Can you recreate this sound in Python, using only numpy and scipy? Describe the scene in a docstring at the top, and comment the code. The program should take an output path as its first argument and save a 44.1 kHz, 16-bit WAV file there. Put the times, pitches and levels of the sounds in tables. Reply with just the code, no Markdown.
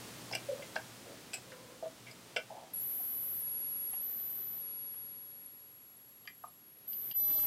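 """In a small room, a floppy disk is pushed into a desktop drive, the latch turned and the drive switched on.
Struck modes make the clicks and knocks, band noise the rubbing, swelling tones the short judders of the
jacket and two faint long whistles. A thin whine from 11.35 kHz, an oscillator that turns ragged in spells,
hunts while a home computer is handled. Under it lie a soft whir of shaped noise and mains hum. Near the end
a monitor takes over from whir and whine, with a louder, steadier whine near 12 kHz over swelling hiss."""
import sys
import numpy as np
from scipy import signal
from scipy.fft import rfft, irfft, next_fast_len
from scipy.io import wavfile

SR = 44100
rng = np.random.default_rng(int(sys.argv[2]) if len(sys.argv) > 2 else 0)


def unload_wav(signal):
    """Save mono or channel-first audio to the path in sys.argv[1] as 16-bit WAV at rate SR, clipped to [-1, 1]."""
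    wavfile.write(
        sys.argv[1],
        SR,
        np.round(np.clip(np.atleast_2d(signal).T, -1, 1) * 32767).astype(np.int16),
    )


N = 328986
TIME = np.arange(N) / SR   # s
MONITOR_S, HANDOVER_S = 7.135, 0.013   # the monitor takes over from whir and whine


def from_db(db):
    """Decibels to gain."""
    return 10 ** (np.asarray(db) / 20)


def rms_one(x):
    """Scale to rms 1."""
    return x / np.sqrt(np.mean(x ** 2) + 1e-30)


def in_time(rows):
    """Columns of a curve at every sample."""
    s, *columns = np.transpose(rows)
    return [np.interp(TIME, s, c) for c in columns]


def band(x, low_hz, high_hz, order=2):
    """Butterworth band-pass."""
    sos = signal.butter(order, [low_hz, min(high_hz, .45 * SR)], "band", fs=SR, output="sos")
    return signal.sosfilt(sos, x)


def ramp(start_s, length_s):
    """Rises from 0 to 1."""
    return np.clip((TIME - start_s) / max(length_s, 1e-4), 0, 1)


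def envelope(start_s, end_s, attack_s, release_s):
    """Attack, hold and release, 0-1."""
    return ramp(start_s, attack_s) * (1 - ramp(end_s - release_s, release_s))


def waver(per_s):
    """Smooth chance of rms 1 that takes per_s new values a second."""
    steps = np.cumsum(np.ones(N) * per_s) / SR
    return rms_one(np.interp(steps, np.arange(N // 4), rng.standard_normal(N // 4)))


def spin(hz):
    """Unit phasor on a pitch curve."""
    return np.exp(2j * np.pi * np.cumsum(hz * np.ones(N)) / SR)


def tone(hz):
    """Sine of rms 1 on a pitch curve."""
    return np.sqrt(2) * spin(hz).imag


def room(x, t60=0.14, wet_db=-10, dull_hz=5000, width=0.052):
    """Desk and near walls answer with a short tail of decaying noise, almost alike in both channels."""
    t = TIME[:SR // 3]
    decay = np.exp(-np.log(1000) * t / t60) * (t > .004)
    mid, side = band(rng.standard_normal((2, len(t))), 200, dull_hz, order=1) * decay
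    tail = (mid + width * np.outer([1, -1], side)) / np.linalg.norm(mid)
    return x + from_db(wet_db) * signal.fftconvolve(x[None], tail, axes=1)[:, :N]


# stereo width of the noise beds: (frequency [Hz], side re mid [dB])
NOISE_WIDTH = [(30, -12), (110, -18.5), (380, -17), (900, -15), (2000, -21.5), (4000, -35), (15000, -78)]


def wide(spectrum):
    """Stereo noise of a given spectrum, a little wide in the bass and centred in the treble."""
    hz, db = np.transpose(spectrum)
    width_hz, width_db = np.transpose(NOISE_WIDTH)
    size = next_fast_len(N)
    log_hz = np.log(np.maximum(np.arange(size // 2 + 1) * SR / size, 1))
    mid, side = rfft(rng.standard_normal((2, size))) * from_db(np.interp(log_hz, np.log(hz), db))
    side = side * from_db(np.interp(log_hz, np.log(width_hz), width_db))
    return rms_one(irfft([mid + side, mid - side], size)[:, :N])


# loudness of the whir before its band trims: (time [s], level [dB])
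WHIR_LEVEL = [(0.0, -55), (0.61, -57), (1.8, -62), (2.3, -61.5), (2.68, -64), (3.77, -64.5), (4.56, -65.5),
              (5.73, -72), (6.78, -72), (7.12, -64.5)]
# spectrum of the whir: (frequency [Hz], relative level [dB])
WHIR_SPECTRUM = [(15, -46), (25, -24), (86, -5.5), (110, -2.5), (152, 0), (240, 0), (378, -2.5),
                 (523, -4.5), (762, -9), (1200, -10), (4150, -14.5), (9550, -18), (11200, -21.5),
                 (13500, -21.5), (15500, -24)]
# mains hum, before it wavers and follows the whir up and down: (frequency [Hz], level [dB])
MAINS_HUM = [(119.9, -73.5), (239.8, -77.5)]


def whir(low_db=0.17, middle_db=0.22, hiss_db=0.37):
    """Running machines: a low whir with mains hum, and a soft hiss above it."""
    level, = in_time(WHIR_LEVEL)
    air = wide(WHIR_SPECTRUM)
    # trim [dB], band edges [Hz], core that sets the loudness [Hz]
    bands = [(low_db, (20, 650), (60, 450)),
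             (middle_db, (650, 3200), (900, 3000)),
             (hiss_db, (3200, 19000), (3500, 9500))]
    out = 0
    for db, edges, core in bands:
        loudness = np.std(band(air[0], *core, order=3))
        out = out + from_db(level + db) * band(air, *edges, order=3) / loudness
    hum = sum(from_db(db + 3.4 * waver(12)) * tone(hz + 1.51 * waver(10)) for hz, db in MAINS_HUM)
    hum = hum * from_db(level - np.mean(level))
    return (1 - ramp(MONITOR_S - HANDOVER_S, HANDOVER_S)) * (out + hum)


WAVERS_PER_S_PER_HZ = 3.4   # the wider it wavers, the faster


def oscillator(hz, waver_hz, clean, flutter_db, skew=0.089, knee=0.24):
    """An unsteady oscillation in the electronics: a clean tone that can break up into narrow hiss."""
    per_s, clean = WAVERS_PER_S_PER_HZ * waver_hz, np.clip(clean, 0, 1)
    swing = 0.69 * waver(per_s * 1.5) + .5 * waver(per_s * 4)
    swing = swing + skew * (swing ** 2 - np.mean(swing ** 2))   # it leaps further up than down
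    steady = spin(hz + (10 + (1 - clean) * waver_hz / 3) * waver(250))
    ragged = spin(hz + waver_hz * swing)
    swirl = np.sqrt(clean) * steady + np.sqrt(1 - clean) * ragged
    held = rms_one((swirl / np.hypot(abs(swirl), knee)).imag)   # it saturates, so its height stays even
    return from_db(flutter_db * np.minimum(waver(per_s * 2), 1)) * held


def placed(x, pan_db, side_db=-21):
    """Panned, plus a faint copy one sample later with opposite sign in the two channels."""
    reflected = from_db(side_db) * np.roll(x, shift=1)
    return x * from_db(np.outer([.5, -.5], pan_db)) + np.outer([1, -1], reflected)


def side_tones(rows, edge_s=.0078):
    """Weak wavering tones that come and go."""
    out = 0
    for start, end, first_hz, last_hz, waver_hz, db in rows:
        glide = np.interp(TIME, [start, end], [first_hz, last_hz])
        sound = tone(glide + waver_hz * waver(900))
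        out = out + from_db(db) * envelope(start, end, edge_s, edge_s) * sound
    return out


SPIT_START_S, SPIT_END_S, SPITS_PER_S = 4.7, 6.87, 35
SPIT_HZ, SPIT_WIDTH_HZ, SPIT_LENGTH_S = 11670, 1000, 0.0033
SPIT_START_DB, SPIT_GROWTH_DB = -66, 8   # ever harder


def spits(scatter_db=4):
    """Tiny random bursts of hiss just above the resting pitch of the whine."""
    scatter = from_db(scatter_db * np.clip(rng.standard_normal(N), -2, 2))
    born = (rng.random(N) < SPITS_PER_S / SR) * scatter
    bursts = signal.lfilter([1], [1, -np.exp(-1 / (SPIT_LENGTH_S * SR))], born + 1e-18)
    low_hz, high_hz = SPIT_HZ - SPIT_WIDTH_HZ / 2, SPIT_HZ + SPIT_WIDTH_HZ / 2
    hiss = rms_one(band(rng.standard_normal(N), low_hz, high_hz, order=1))
    growth = ramp(SPIT_START_S, SPIT_END_S - SPIT_START_S) ** 2
    level = from_db(SPIT_START_DB + SPIT_GROWTH_DB * growth)
    return (TIME > SPIT_START_S) * (TIME < SPIT_END_S) * level * bursts * hiss


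# the whine before spells, sags and flutter: (time [s], level [dB], left re right [dB])
WHINE_STRENGTH = [(2.76, -38.5, 1.5), (3.99, -39, 0.5), (4.41, -41.5, 3.0), (4.98, -45, 3.0),
                  (5.1, -48, 4.0), (5.76, -57, 1.5), (6.6, -61, 1)]
# spells in which it jumps up and turns ragged: (start [s], end [s], edge [s], raggedness [0-1],
# pitch rise [Hz], waver [Hz], flutter [dB], swell [dB])
RAGGED_SPELLS = [(2.805, 3.43, .03, 1, 440, 450.5, 1, 0), (4.011, 4.614, 0.01, 1, 600, 244.8, 2.5, 0),
                 (6.631, 6.899, 0.037, 0.8, 22, 397, 5, 1), (6.872, 7.134, 0.0082, 1, 740, 252, 3.5, 20)]
# its pitch sags for an instant: (time [s], drop [Hz], swell [dB], length [s])
PITCH_SAGS = [(3.414, 690, -3, 0.0033), (3.923, 452, -3.5, 0.0062), (4.953, 353, -5, 0.0041),
              (5.463, 470, 11, 0.0021), (5.971, 846, 3.5, 0.0042), (6.485, 496, 6.5, 0.0056)]
# weak tones below the whine: (start [s], end [s], first pitch [Hz], last pitch [Hz], waver [Hz], level [dB])
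LOWER_SIDE_TONES = [(2.738, 2.837, 7860, 7100, 186, -62.5), (3.432, 4.01, 7200, 7100, 220, -69),
                    (4.612, 6.607, 7400, 7500, 310, -74.5)]
MIRROR_DB = -1.5   # upper side tone re the lower
WHINE_START_S, WHINE_ATTACK_S = 2.733, 0.0071
REST_HZ, REST_WAVER_HZ, REST_FLUTTER_DB = 11350, 129, 1.4
SAG_WAVER_HZ = 349   # extra waver while it sags
CLEAN_WHEN_LOUD, CLEANER_PER_DB = 0.516, 0.34   # clean share 0-1; it steadies as it fades


def whine():
    """The whine rests on one pitch and slowly fades; in spells it jumps up, ragged, and at times it sags."""
    db, pan_db = in_time(WHINE_STRENGTH)
    hz, waver_hz, flutter_db = REST_HZ, REST_WAVER_HZ, REST_FLUTTER_DB
    clean = CLEAN_WHEN_LOUD + CLEANER_PER_DB * (db.max() - db)
    for start, end, edge_s, ragged, rise_hz, spell_waver_hz, spell_flutter_db, swell_db in RAGGED_SPELLS:
        on = envelope(start, end, edge_s, edge_s)
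        hz, db, clean = hz + rise_hz * on, db + swell_db * on, clean * (1 - ragged * on)
        waver_hz = waver_hz + on * (spell_waver_hz - waver_hz)
        flutter_db = flutter_db + on * (spell_flutter_db - flutter_db)
    for s, drop_hz, swell_db, length_s in PITCH_SAGS:
        sag = np.exp(-np.minimum(((TIME - s) / length_s) ** 2, 20))
        hz, db = hz - drop_hz * sag, db + swell_db * sag
        clean, waver_hz = clean * (1 - sag), waver_hz + SAG_WAVER_HZ * sag
    sounding = envelope(WHINE_START_S, MONITOR_S + HANDOVER_S, WHINE_ATTACK_S, HANDOVER_S)
    main = sounding * from_db(db) * oscillator(hz, waver_hz, clean, flutter_db)
    # each side tone is mirrored above the resting pitch
    mirrored = [(start, end, 2 * REST_HZ - first, 2 * REST_HZ - last, spread, side_db + MIRROR_DB)
                for start, end, first, last, spread, side_db in LOWER_SIDE_TONES]
    beside = side_tones(LOWER_SIDE_TONES) + side_tones(mirrored) + spits()
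    return placed(main + beside, pan_db)


# spectrum of the monitor's hiss: (frequency [Hz], relative level [dB])
MONITOR_SPECTRUM = [(18, -76), (30, -40), (126, -15), (532, -19.5), (767, -20), (897, -22.5), (2360, -28),
                    (10700, -25), (11600, -22), (12900, -18.5), (15500, -27)]
# weak tones of the monitor: (start [s], end [s], first pitch [Hz], last pitch [Hz], waver [Hz], level [dB])
MONITOR_SIDE_TONES = [(7.15, 7.47, 10080, 10200, 160, -56.5), (7.19, 7.47, 3950, 4210, 240, -62.5),
                      (7.17, 7.47, 5600, 6250, 330, -63.5)]
MONITOR_HZ, MONITOR_WAVER_HZ, MONITOR_CLEAN, MONITOR_FLUTTER_DB = 11998, 115, 0.99, 0.7
MONITOR_WHINE_DB, MONITOR_PAN_DB, MONITOR_ATTACK_S = -31, 1, 0.031
HISS_DB, HISS_RISE_DB, HISS_RISE_S = -44.5, 16, .14   # swells towards a steady level


def monitor(lumpy_db=3.0):
    """Beside the monitor: a steadier whine over a swelling hiss in which each region flickers by itself."""
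    age = np.maximum(TIME - MONITOR_S, 0)
    swell = from_db(HISS_DB - HISS_RISE_DB * np.exp(-age / HISS_RISE_S))
    near = wide(MONITOR_SPECTRUM)
    regions = [20, 400, 1200, 3200, 5000, 8000, 19000]   # Hz
    hiss = swell * sum(from_db(lumpy_db * waver(45)) * band(near, low, high, order=3)
                       for low, high in zip(regions, regions[1:]))
    whistle = oscillator(MONITOR_HZ, MONITOR_WAVER_HZ, MONITOR_CLEAN, MONITOR_FLUTTER_DB)
    tones = from_db(MONITOR_WHINE_DB) * whistle + side_tones(MONITOR_SIDE_TONES)
    return ramp(MONITOR_S, MONITOR_ATTACK_S) * (hiss + placed(tones, MONITOR_PAN_DB))


# fingers and disk jacket rub on the case: (start [s], attack [s], release [s], level [dB], resonance [Hz])
CASE_RUBS = [(1.03, 0.09, .03, -51.5, 540), (2.497, .008, 0.24, -49, 745), (7.345, .012, 0.032, -54, 756),
             (7.41, .05, .05, -58, 840)]


def rubbing(width_hz=130):
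    """Friction keeps one broad resonance of the case sounding: slow noise shifted up to its pitch."""
    grain = band(rng.standard_normal((2, N)), 0.76, width_hz, order=2)
    out = 0
    for s, attack_s, release_s, db, hz in CASE_RUBS:
        shifted = ((grain[0] + 1j * grain[1]) * spin(hz)).real
        resonance = rms_one(band(shifted, 360, 2400))
        out = out + from_db(db) * envelope(s, s + attack_s + release_s, attack_s, release_s) * resonance
    return out


# short judders of the jacket, then two faint long whistling tones near 505 and 1000 Hz:
# (start [s], length [s], centre pitch [Hz], level at the crest [dB])
JUDDERS_AND_WHISTLES = [(0.485, 0.023, 532.6, -35.5), (0.502, 0.057, 529, -38.5), (0.558, 0.039, 530, -53),
                        (0.592, 0.014, 545, -42.5), (1.39, 0.47, 507.3, -60.5), (1.418, 0.38, 997, -65.5)]


def judders_and_whistles(waver_hz=28, rough_db=1.5):
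    """Rough wavering tones that swell and fade: short judders of the jacket, then two faint long whistles."""
    out = 0
    for s, length_s, hz, db in JUDDERS_AND_WHISTLES:
        swell = np.sin(np.pi * np.clip((TIME - s) / length_s, 0, 1))
        out = out + swell * from_db(db + rough_db * waver(200)) * tone(hz + waver_hz * waver(200))
    return out


def ring(push, hz, t60):
    """One decaying mode."""
    r, w = np.exp(-np.log(1000) / (t60 * SR)), 2 * np.pi * hz / SR
    return signal.lfilter([0, np.sin(w)], [1, -2 * r * np.cos(w), r * r], push + 1e-18)


def register_levels(registers, knock_db, click_db, click_hz, dullness_db, below_db):
    """The lowest register carries the knock; the others fall away on both sides of the one that clicks."""
    steps = np.arange(1, len(registers) - 1) - (np.searchsorted(registers, click_hz) - 1)
    return [knock_db, *(click_db - np.where(steps > 0, dullness_db, below_db) * abs(steps))]


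def contacts(hits, modes, registers, focus_db, favour_db, grit, rise_s, dense_db, dense_t60, below_db):
    """Each contact is a push and a short chatter; the place that is struck picks the modes that ring most."""
    out, t = np.zeros(N + SR), TIME[:SR // 4]
    for s, low_ring, high_ring, ring_length, chatter_s, knock_db, click_db, dullness_db in hits:
        strengths = register_levels(registers, knock_db, click_db, high_ring, dullness_db, below_db)
        push = grit * rng.standard_normal(len(t)) * np.exp(-t / max(chatter_s, 1e-4))
        push[0] += 1
        for db, low, high in zip(strengths, registers, registers[1:]):
            sound = 0
            for k, (hz, mode_db, t60) in enumerate(modes):
                if low <= hz < high:
                    favour = favour_db * np.exp(-(10 * np.log2(hz / high_ring)) ** 2)
                    loss = focus_db * min(abs(np.log2(hz / low_ring)), .5)
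                    gain = (-1) ** k * from_db(mode_db + favour - loss)   # signs alternate
                    sound = sound + gain * ring(push, hz, t60 * ring_length)
            # countless weak modes fill the gaps, more of them towards the treble
            dense = band(rng.standard_normal(len(t)), low * 1.2, high * .93, order=3)
            dense = rms_one(dense * from_db(-60 * t / dense_t60))
            sound = rms_one(sound) + from_db(dense_db) * min(low / 2000, 1) * dense
            sound = sound * (1 - np.exp(-t / rise_s))   # the panels take a moment to build up
            sound = band(sound, low, 2 * high)   # small panels radiate no bass
            at = round(s * SR)
            out[at:at + len(t)] += from_db(db) * sound / np.std(sound[:SR // 32])
    return out[:N]


# contacts on the computer: (time [s], low ring [Hz], high ring [Hz], ring length [factor], chatter [s],
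# knock level [dB], click level [dB], dullness [dB per register above the click])
COMPUTER_CONTACTS = [(3.0, 705, 1900, .56, .0035, -60.5, -81, 2),
                     (3.933, 870, 2400, 0.46, 0.0063, -58.5, -65, 2),
                     (4.94, 1010, 2400, 0.49, .0022, -70, -77, 4),
                     (6.253, 1200, 3250, .76, 0.0026, -69.5, -70, 0),
                     (6.274, 1250, 1880, 1, 0.0022, -67, -50.5, 5),
                     (6.4375, 1050, 1700, 0.76, 0.003, -47.5, -82, 0),
                     (6.931, 900, 4700, .43, 0.0016, -82, -61, 0),
                     (7.112, 900, 3080, 1, 0.00094, -84, -54, 0)]
# computer shell and keys: (frequency [Hz], relative level [dB], t60 before the ring length factor [s])
COMPUTER_SHELL = [(720, -1, 0.054), (915, -3, 0.026), (1068, 3.5, 0.022), (1110, 4.5, 0.019),
                  (1230, -5.5, 0.078), (1710, 6.5, 0.023), (1890, -6.5, 0.055), (2030, 1, 0.047),
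                  (2370, 6, 0.025), (2860, 11, 0.011), (3130, 11, 0.015), (4750, 2, 0.025),
                  (5270, -22, 0.0047)]
# register edges: (frequency [Hz])
COMPUTER_EDGES = [500, 1450, 2600, 6500]


def computer_handling():
    """Contacts ring the shell and keys of the computer."""
    return contacts(COMPUTER_CONTACTS, COMPUTER_SHELL, COMPUTER_EDGES, focus_db=29.5, favour_db=8,
                    grit=0.12, rise_s=0.00062, dense_db=-7.0, dense_t60=0.014, below_db=15)


# contacts on the drive: (time [s], low ring [Hz], high ring [Hz], ring length [factor], chatter [s],
# knock level [dB], click level [dB], dullness [dB per register above the click])
DRIVE_CONTACTS = [(.312, 786, 4850, 0.35, 0.0029, -49.5, -58, 14.5),
                  (.325, 526, 5270, .57, 0.0045, -52, -46, 27),
                  (.332, 744, 2150, 0.79, 0.0026, -51.5, -44.5, 16),
                  (.3495, 720, 2800, 0.32, 0.0045, -49, -42, 3),
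                  (.621, 554, 2080, 0.91, 0.0037, -54, -53.5, 17),
                  (.756, 754, 4080, .4, 0.0025, -45, -52.5, 14),
                  (.760, 803, 1650, .8, 0.0032, -44.5, -39, 11),
                  (1.332, 730, 2540, 0.29, 0.0086, -63, -46.5, 4),
                  (1.339, 730, 7770, 0.31, 0.016, -57, -43.5, -6),
                  (1.517, 523, 1780, 0.72, 0.0092, -62, -57.5, 7),
                  (1.823, 470, 1310, .7, 0.0053, -49.5, -75, 9), (1.825, 648, 1300, 1, 0.0042, -43, -75, 7),
                  (1.854, 650, 1300, 0.84, 0.0043, -44.5, -75, 7),
                  (2.065, 620, 2190, 0.58, 0.028, -68, -54, 16), (2.111, 605, 4670, 1, .005, -70, -59, 9),
                  (2.3615, 624, 2940, .27, 0.0037, -43, -41, 10.5),
                  (2.364, 520, 2210, 0.3, 0.0017, -46, -39.5, 12.5),
                  (2.370, 646, 1480, .8, 0.0026, -44.5, -44.5, 5)]
# drive case and latch: (frequency [Hz], relative level [dB], t60 before the ring length factor [s])
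DRIVE_CASE = [(395, -4, .05), (460, -4, .06), (520, 0, .09), (590, -4, .05), (650, 1, .08), (730, -4, .05),
              (810, -4, .06), (1050, -8, .03), (1340, -6, .04), (1495, -1, .07), (1625, 0, .06),
              (1800, -8, .03), (2090, -1, .06), (2230, -3, .05), (2340, 0, .08), (2520, -3, .03),
              (2680, 0, .06), (2800, -3, .05), (3050, -6, .03), (3290, -3, .04), (3480, -7, .03),
              (4080, -6, .03), (4700, -2, .03), (5020, 0, .04), (5320, 0, .04), (5850, -4, .03),
              (7500, 0, .025), (7900, -1, .02), (8350, 0, .025), (9600, -4, .01), (11500, -4, .008),
              (13500, -5, .008)]
# register edges: (frequency [Hz])
DRIVE_EDGES = [300, 1000, 1900, 3700, 6500, 14000]


def drive_handling():
    """Disk, latch and switch knock and click: contacts ring the case and latch of the drive."""
    return contacts(DRIVE_CONTACTS, DRIVE_CASE, DRIVE_EDGES, focus_db=45, favour_db=15,
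                    grit=0.2, rise_s=0.0014, dense_db=-10, dense_t60=0.03, below_db=11)


def scene():
    """Handling sounds and faint whistles in the room, over whir, whine and monitor."""
    handling = drive_handling() + computer_handling() + rubbing()
    return room(handling + judders_and_whistles()) + whir() + whine() + monitor()


CUTOFF_HZ = 15800


def record(dry):
    """The top is cut steeply."""
    return signal.sosfilt(signal.ellip(12, .1, 80, CUTOFF_HZ, fs=SR, output="sos"), dry)


dry = scene()
out = record(dry)
unload_wav(out)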